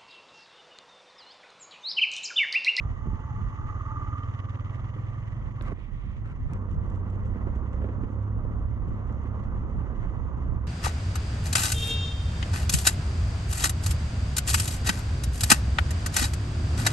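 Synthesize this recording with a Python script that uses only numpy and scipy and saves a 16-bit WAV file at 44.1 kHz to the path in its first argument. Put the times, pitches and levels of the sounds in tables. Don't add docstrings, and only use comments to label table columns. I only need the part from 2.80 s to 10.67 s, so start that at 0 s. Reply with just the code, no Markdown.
import sys
import numpy as np
from scipy import signal
from scipy.fft import rfft, irfft, next_fast_len
from scipy.io import wavfile
from scipy.ndimage import uniform_filter1d, map_coordinates

SR = 44100
rng = np.random.default_rng(int(sys.argv[2]) if len(sys.argv) > 2 else 0)


def output_pcm(signal):
    pcm = np.clip(np.atleast_2d(signal).T, -1, 1) * 32767
    wavfile.write(sys.argv[1], SR, np.round(pcm).astype(np.int16))


N = 347067

RIDE_S = 3.71
# frequency in Hz, relative level in dB.
HOUSING_COLOUR = [(1750, 8.5), (1960, 14.5), (2250, -3.5), (2950, 5.5), (4300, -12.5), (5900, -7.5),
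                  (6550, 2.5), (7200, -12.5), (8500, -23)]
# time in seconds, stoniness in dB.
STONINESS = [(3.9, -1), (4.4, 1), (5, 2.5), (5.7, -2.5), (6.4, 2), (6.75, 0), (7.2, 4), (7.87, -1)]


def amp(db):
    return 10 ** (np.asarray(db) / 20)


def unit(x):
    return x / np.sqrt(np.mean(x ** 2) + 1e-20)


def clock():
    return np.arange(N) / SR


def along(points, hz):
    f, v = np.transpose(points)
    return np.interp(np.log(hz + 1), np.log(f + 1), v)


def shape(points):
    lowest, highest = points[0][0], points[-1][0]

    def response(hz):
        low_cut = np.minimum(1, hz / lowest) ** 4
        high_cut = np.maximum(1, hz / highest) ** 6
        return amp(along(points, hz)) * low_cut / high_cut
    return response


def resonances(modes):
    def response(f):
        total = 0
        for k, (centre, width, db) in enumerate(modes):
            damping = 1j * f * width
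            total = total + (-1) ** k * amp(db) * damping / (centre * centre - f * f + damping)
        return total
    return response


def curves(rows):
    s, *columns = np.transpose(rows)
    return [np.interp(clock(), s, column) for column in columns]


def wobble(rate):
    knots = rng.standard_normal(int(N * rate / SR) + 4)
    return map_coordinates(knots, [clock() * rate])


def tone(hz):
    return np.sqrt(2) * np.sin(2 * np.pi * np.cumsum(hz) / SR)


def swell(s, length):
    return np.exp(-(2 * (clock() - s) / length - 1) ** 4)


def swells(rows):
    return sum(amp(db) * swell(s, length) for s, length, db in rows)


def gate(cycle, at, width):
    return np.exp(-(((cycle - at + .5) % 1 - .5) / width) ** 2)


def gates(cycle, rows):
    return sum(amp(db) * gate(cycle, at, width) for at, width, db in rows)


def filtered(x, response):
    m = next_fast_len(N + SR // 2)
    return irfft(rfft(x, m) * response(np.fft.rfftfreq(m, 1 / SR)), m)[..., :N]


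def port_gains(hz):
    # frequency in Hz, left minus right in dB.
    tilt = [(30, -6.5), (90, -3), (160, -2), (300, -5.5), (700, -3), (1200, -4), (1900, -2), (3000, -5),
            (6500, -11), (8500, -2)]
    lag = 0.00017
    half = amp(along(tilt, hz) / 2) * np.exp(-1j * np.pi * hz * lag)
    return np.array([half, 1 / half])


def rush(response, drive=1):
    # frequency in Hz, likeness from 0 to 1.
    alike = [(30, .55), (80, .6), (200, .68), (500, .5), (1200, .83), (2000, .7), (5000, .45)]
    a, b = drive * rng.standard_normal((2, N))
    turn = lambda hz: np.arccos(np.clip(along(alike, hz), 0, 1)) / 2
    common = filtered(a, lambda hz: response(hz) * np.cos(turn(hz)))
    apart = filtered(b, lambda hz: response(hz) * np.sin(turn(hz)))
    pair = filtered(np.array([common + apart, common - apart]), port_gains)
    return unit(pair) * np.sqrt(np.mean(np.square(drive)))


def impulses(rows):
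    hits = np.zeros(N)
    for s, db in rows:
        hits[round(s * SR)] = amp(db)
    return hits


def blows(rows, t60):
    t = np.arange(SR // 4) / SR
    decay = amp(-60 * t / t60) * (1 - np.exp(-t / 0.000088))
    return signal.fftconvolve(impulses(rows), decay)[:N]


def struck(rows, modes):
    hz = np.arange(SR // 2 + 1)
    softening = (1 + 1j * hz / modes[-1][0]) ** 2
    ring = irfft(resonances(modes)(hz) / softening)
    knock = signal.fftconvolve(impulses(rows), ring[:SR // 2] / abs(ring).max())[:N]
    return filtered(knock, port_gains)


def riding():
    return np.clip((clock() - RIDE_S) / 0.011 + .5, 0, 1)


def turned(shade_db):
    turn_s, dip_db, dip_s = 2.93, -4, 0.2
    since = np.maximum(clock() - turn_s, 0)
    change_db = shade_db + dip_db * np.exp(-since / dip_s)
    return amp(change_db * np.minimum(since / 0.005, 1) * (1 - riding()))


def path():
    nearest_s, speed_m_per_s, miss_m = 1.238, 5.16, 2.21
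    travelled = speed_m_per_s * (clock() - nearest_s)
    distance = np.hypot(travelled, miss_m)
    return travelled / distance, distance


def passing(alongside_db, spreading, rear_db):
    ahead, distance = path()
    miss_m = 2.21
    return alongside_db + spreading * 20 * np.log10(miss_m / distance) + rear_db * ahead


def passing_bike():
    # time in seconds, firings per second.
    firing_rates = [(0.0, 17.44), (0.82, 17.7), (1.01, 18.57), (1.61, 19.18), (2.1, 20.83), (2.8, 21.32)]
    # relative level in dB alongside, share of the spreading loss, dB gained with the tail to the camera.
    chain_level = (-66.5, 0.73, -3)
    rate, = curves(firing_rates)
    cycle = np.cumsum(rate) / SR
    chain = rush(shape(HOUSING_COLOUR)) * amp(passing(*chain_level))
    centred = filtered(silencer_thump(cycle, rate) + engine_whine(), port_gains)
    bike = centred + valve_clatter(cycle) + pipe_spits(cycle) + chain
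    return bike * turned(shade_db=-7.5) * (1 - riding())


def silencer_thump(cycle, rate):
    # Hz at 19 firings per second, length in cycles at that rate, relative level in dB.
    silencer = [(99, 0.2, 6), (216.4, 0.26, -21)]
    # relative level in dB alongside, share of the spreading loss,
    # dB gained with the tail to the camera.
    thump_level = (-32, 0.38, 1)
    pipe_level = (-13.5, 2.7, 1)
    ahead, _ = path()
    pipe_hz, pipe_lead, pipe_length = 292 * (1 - 0.16 * ahead), 0.078, 0.22
    firing = np.round(cycle).astype(int)
    u = cycle - firing
    size, stretch = rng.standard_normal((firing.max() + 1, 2))[firing].T
    swing = u * (1 + .02 * stretch) / 19

    def burst(hz, length, lead=0):
        width = length * (rate / 19) ** 2.1
        return np.exp(-((u + lead) / width) ** 2) * np.cos(2 * np.pi * hz * swing)

    thump = sum(amp(db) * burst(hz, length) for hz, length, db in silencer)
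    thump = thump + amp(passing(*pipe_level)) * burst(pipe_hz, pipe_length, lead=pipe_lead)
    return unit(thump * amp(.5 * size)) * amp(passing(*thump_level))


def valve_clatter(cycle):
    # cycles after the firing, width in cycles, relative level in dB.
    taps = [(-0.31, 0.091, -5.5), (-0.14, 0.05, -3.5), (0.03, 0.099, -10), (0.34, 0.11, -8.5)]
    # frequency in Hz, width in Hz, relative level in dB.
    case_modes = [(1130, 340, -18), (1174, 90, 1), (1997, 50, -16.5)]
    # relative level in dB alongside, share of the spreading loss,
    # dB gained with the tail to the camera.
    clatter_level = (-46.5, 0.94, -2.7)
    note_level = (-43, 3.25, -1.5)
    valves = unit((.18 + gates(cycle, taps)) * amp(.8 * wobble(60)))
    case = lambda hz: resonances(case_modes)(hz) / (1 + (hz / 2300) ** 6) * hz / (hz + 900)
    clatter = rush(case, valves) * amp(passing(*clatter_level))
    note_hz = 1209 + 32.6 * wobble(90)
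    note = unit(valves ** 1.55 * tone(note_hz)) * amp(passing(*note_level))
    return clatter + filtered(note, port_gains)


def pipe_spits(cycle):
    # cycles after the firing, width in cycles, relative level in dB.
    puffs = [(-0.16, 0.061, 1), (0.034, 0.065, 0)]
    # frequency in Hz, relative level in dB.
    spit_colour = [(1900, 2), (2400, -2.5), (3100, 5), (4200, -14.5), (5900, -15.5), (8500, -29.5)]
    chuff_colour = [(240, 13), (520, -7), (1150, -5), (1550, -10), (2000, -2)]
    # relative level in dB alongside, share of the spreading loss,
    # dB gained with the tail to the camera.
    spit_level = (-73, 1.6, 16.4)
    chuff_level = (-61, 0.49, 10)
    # time in seconds, gain in dB.
    rasp = [(1.3, 0.5), (1.65, 3.5), (1.85, 1), (2.05, 2), (2.8, 0)]
    rasp_db, = curves(rasp)
    spits = unit(gates(cycle, puffs) * amp(wobble(20)))
    spit = rush(shape(spit_colour), spits) * amp(passing(*spit_level) + rasp_db)
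    chuff = rush(shape(chuff_colour), spits) * amp(passing(*chuff_level))
    return spit + chuff


def engine_whine():
    # start in seconds, length in seconds, level in dB before the wavering.
    whines = [(0.2, 0.44, -54.5), (0.674, 0.33, -56), (1.072, 0.097, -50.5), (1.18, 0.13, -56)]
    pitch_hz = 872 + 24 * wobble(110)
    return tone(pitch_hz) * swells(whines) * amp(2.5 * wobble(30))


def own_bike():
    # time in seconds, firings per second.
    engine_speed = [(3.75, 31.1), (4.25, 31.6), (4.65, 33.0), (5.0, 33.2), (5.5, 34.5), (6.3, 34.9),
                    (6.7, 33.9), (7.1, 34.0), (7.87, 33.4)]
    # multiple of the firing rate, relative level in dB.
    drone_orders = [(4, -18), (6, -10.5), (7, -16.5), (8, -19), (10, -23.5), (13, -25), (15, -25.5),
                    (16, -24.5)]
    # time in seconds, gain in dB.
    throttle = [(3.7, -37), (4.7, -36.5), (5, -35), (5.5, -36.5), (5.9, -42.5), (6.4, -38), (7, -37.5),
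                (7.2, -53), (7.87, -40.5)]
    # time in seconds, crank shake in dB, exhaust boom in dB.
    throb = [(3.75, -38, -36), (4.3, -39.5, -32.5), (4.7, -36.5, -42.5), (4.95, -31.5, -39.5),
             (5.3, -36, -35.5), (5.55, -40.5, -30.5), (5.85, -33.5, -38), (6.15, -41, -36),
             (6.38, -33.5, -39), (6.6, -39.5, -35.5), (7.15, -44, -50), (7.87, -29.5, -44)]
    rate, = curves(engine_speed)
    drone_db, = curves(throttle)
    shake_db, boom_db = curves(throb)
    cycle = np.cumsum(rate * (1 + 0.005 * wobble(10))) / SR

    def order(k):
        phase = k * cycle + 0.045 * wobble(9)
        return np.sqrt(2) * np.cos(2 * np.pi * phase) * amp(1.2 * wobble(8))

    drone = sum(amp(db) * order(k) for k, db in drone_orders)
    tones = amp(shake_db) * order(2) + amp(boom_db) * order(3) + amp(drone_db) * drone
    valves = unit(0.045 + gate(cycle, 0, 0.092) + .5 * gate(cycle, 0.4, 0.049))
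    chatter_colour = shape([(200, 9.0), (500, 7.5), (750, -12.0), (1180, -15.0),
                            (1600, -20.0), (2000, -19.5), (2600, -24.5)])
    chatter = amp(-51.5) * rush(chatter_colour, valves)
    return (filtered(tones, port_gains) + chatter) * riding()


def ground_gain(standing_db, riding_db, stony_share):
    stony_db, = curves(STONINESS)
    return amp(standing_db + riding() * (riding_db + stony_share * stony_db - standing_db))


def background_and_gravel():
    # frequency in Hz, relative level in dB.
    roar_colour = [(140, -7), (230, -6), (410, -14), (540, -13), (700, -16), (830, -16.5), (940, -13.5),
                   (1170, -12), (1650, -26.5), (1950, -37.5), (2600, -40.5)]
    crunch_colour = [(900, -27), (1600, 3.5), (1950, 15), (2400, -2.5), (2950, 1), (4000, -14), (5200, -19),
                     (6500, -14.5), (8000, -23), (11000, -34.5)]
    # dB while standing, dB while riding, dB gained per dB of stoniness.
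    roar_level = (-49, -46, 0.45)
    crunch_level = (-60.5, -64.5, 0.89)
    sizzle_level = (-77, -77.5, 0.6)
    roar_drive = amp(1.3 * wobble(45) + .6 * wobble(8))
    roar = rush(shape(roar_colour), roar_drive) * ground_gain(*roar_level)
    crunch_drive = amp(2.2 * wobble(50) + 1.8 * wobble(700))
    crunch = rush(shape(crunch_colour), crunch_drive) * ground_gain(*crunch_level)
    sizzle_drive = amp(1.5 * riding() * wobble(22))
    sizzle = rush(shape(HOUSING_COLOUR), sizzle_drive) * ground_gain(*sizzle_level)
    return (roar + crunch + sizzle) * turned(shade_db=-3.5)


def rattles():
    per_s, level_db, scatter_db = 12, -73.5, 8
    chance = rng.random((60, 2))
    times = RIDE_S + np.cumsum(.3 + 1.4 * chance[:, 0]) / per_s
    stony_db = np.interp(times, *np.transpose(STONINESS))
    levels = level_db + stony_db + scatter_db * (2 * chance[:, 1] - 1)
    return [(s, db) for s, db in zip(times, levels) if s < (N - 1) / SR]


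def bounced(rows):
    bounce_s, loss_db = 0.015, 6
    flights = rng.uniform(.4, 1.6, (len(rows), 3))
    contacts = list(rows)
    for (s, db), flight in zip(rows, flights):
        for late in np.cumsum(flight):
            contacts.append((s + bounce_s * late, db - loss_db * late))
    return [(s, db) for s, db in contacts if s < (N - 1) / SR]


def knocks():
    # time in seconds, relative strength in dB.
    thud_rows = [(0.258, -31.5), (2.162, -34.5), (4.558, -28), (4.669, -28), (4.828, -32), (5.018, -27.5),
                 (5.042, -24.5), (5.088, -25.5), (5.234, -27), (6.293, -29), (6.453, -31.5)]
    ticks = [(3.9134, -58), (4.0642, -65.5), (4.1001, -60), (4.15, -59.5), (4.3004, -61), (4.356, -64.5),
             (4.4583, -59), (4.7586, -61.5), (4.9314, -59), (5.02, -64), (5.065, -64.5), (5.3223, -67),
             (5.4276, -63.5), (6.0796, -62), (6.2732, -61.5), (6.325, -62), (6.437, -61.5)]
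    # frequency in Hz, relative level in dB.
    thud_colour = [(50, -8.5), (130, 0), (250, 3.5), (450, -5.5), (750, -18), (1200, -18), (2000, -27.5),
                   (3200, -40)]
    tick_colour = [(1900, -1.5), (2950, 10), (4700, -10.5), (6000, -2.5), (7900, -1.5), (8700, -13.5),
                   (14000, -33)]
    # start in seconds, length in seconds, relative level in dB.
    shove_rows = [(0.226, 0.14, -31), (2.797, 0.14, -35.5)]
    thuds = rush(shape(thud_colour), blows(thud_rows, t60=0.09)) * amp(-4.0)
    shove_colour = shape([(25, -4.0), (55, 4.5), (100, -6.0), (250, -16.5)])
    shoves = rush(shove_colour, swells(shove_rows)) * amp([[-2], [2]])
    contacts = blows(bounced(ticks + rattles()), t60=0.024)
    return thuds + shoves + rush(shape(tick_colour), contacts)


def helmet_rub():
    # start in seconds, length in seconds, cavity note in Hz, relative level in dB.
    rubs = [(2.806, 0.13, 1090, -49), (2.858, 0.034, 1150, -44), (3.438, 0.096, 1340, -52.5),
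            (3.684, 0.09, 1264, -52)]
    # start in seconds, length in seconds, relative level in dB.
    swishes = [(2.952, 0.13, -62), (3.121, 0.29, -63)]
    # frequency in Hz, relative level in dB.
    rub_colour = [(200, -7.5), (500, -9), (800, -17), (1350, -14.5), (2200, -18), (5000, -42),
                  (8800, -43.5)]
    cloth_colour = [(900, -13.5), (1200, -0.5), (1550, -8), (2100, 6), (3400, -4), (4500, -20),
                    (12000, -34.5)]
    scrape = np.zeros((2, N))
    for s, length, hz, db in rubs:
        cavity = lambda f: shape(rub_colour)(f) * (1 + 2.2 * abs(resonances([(hz, 110, 0)])(f)))
        scrape += rush(cavity, amp(db + 2.7 * wobble(300)) * swell(s, length))
    swish = rush(shape(cloth_colour), swells(swishes) * amp(2.4 * wobble(350)))
    return scrape * amp([[1.5], [-1.5]]) + swish


def helmet_shell():
    # time in seconds,
    # strength in dB.
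    shell_knocks = [(2.811, -32.5), (2.919, -30), (2.9235, -29), (2.985, -40.5), (3.539, -43)]
    jolts = [(0.27, -23), (0.283, -26.5), (0.33, -25), (2.926, -26)]
    click_rows = [(2.8228, -45), (3.7345, -47)]
    crack_rows = [(2.811, -37)]
    # frequency in Hz, width in Hz, relative level in dB.
    shell_modes = [(300, 53, 11.5), (556, 160, 1), (1110, 110, -1), (1970, 200, -10), (3500, 770, -33)]
    padding_modes = [(80.4, 45, 3.5), (191, 110, -3), (370, 140, -9)]
    # frequency in Hz, relative level in dB.
    click_colour = [(2200, 6), (5000, -6), (8700, -1.5), (12000, -13.5), (15000, -15)]
    # start in seconds, length in seconds, level in dB.
    groan_row = (2.87, 0.05, -44)
    # start in seconds, length in seconds, mean pitch in Hz, relative level in dB.
    hum_rows = [(2.811, 0.12, 38.76, -32.5), (2.947, 0.19, 37.7, -42.5)]
    hollow = lambda f: resonances(shell_modes)(f) / (1 + (f / 4500) ** 6)
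    groan = rush(hollow, swells([groan_row]))
    body = struck(shell_knocks, shell_modes) + struck(jolts, padding_modes)
    clicks = rush(shape(click_colour), blows(click_rows, t60=0.011))
    crack = rush(shape([(1500, 11), (3700, 2), (5500, -26)]), blows(crack_rows, t60=0.012))
    hums = np.zeros(N)
    for s, length, hz, db in hum_rows:
        hums += amp(db) * swell(s, length) * tone(hz * (1 + 0.02 * wobble(20)))
    return groan + body + clicks + crack + filtered(hums, port_gains)


def wind_buffeting():
    # time in seconds, gain in dB, extra left minus right in dB.
    wind_rows = [(0, -33, 1), (.7, -32.5, 0.5), (1.6, -41, 3), (2.2, -36, 2.5), (2.7, -35.5, 0.5),
                 (3.05, -44.5, -9.5), (3.17, -38, -1.5), (3.6, -38, 1), (3.76, -32, 1.5), (4.65, -32, -3),
                 (5.3, -33, -2), (6.1, -31, -1.5), (7.87, -30.5, -3.5)]
    # frequency in Hz, relative level in dB.
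    buffet_colour = [(16, -16.5), (26, -7), (42, 1.5), (75, -4), (120, -6), (160, -14), (250, -22),
                     (400, -34)]
    wind_db, lean_db = curves(wind_rows)
    lumps = amp(2.1 * wobble(14))
    lean = np.array([lean_db, -lean_db]) / 2
    return rush(shape(buffet_colour), lumps) * amp(wind_db + lean) * turned(shade_db=3.0)


def scene():
    bikes = passing_bike() + own_bike()
    surroundings = background_and_gravel() + wind_buffeting()
    return bikes + knocks() + helmet_rub() + helmet_shell() + surroundings


def record(dry):
    top_hz = 15500
    loudness = np.sqrt(abs(uniform_filter1d(np.mean(dry ** 2, axis=0), size=SR // 25)))
    gain = (1 + (loudness / amp(-24.5)) ** 6) ** (-1 / 6)
    fade_in = np.minimum(clock() / .003, 1)
    return filtered(dry * gain * fade_in, lambda hz: hz < top_hz)


dry = scene()
out = record(dry)
output_pcm(out)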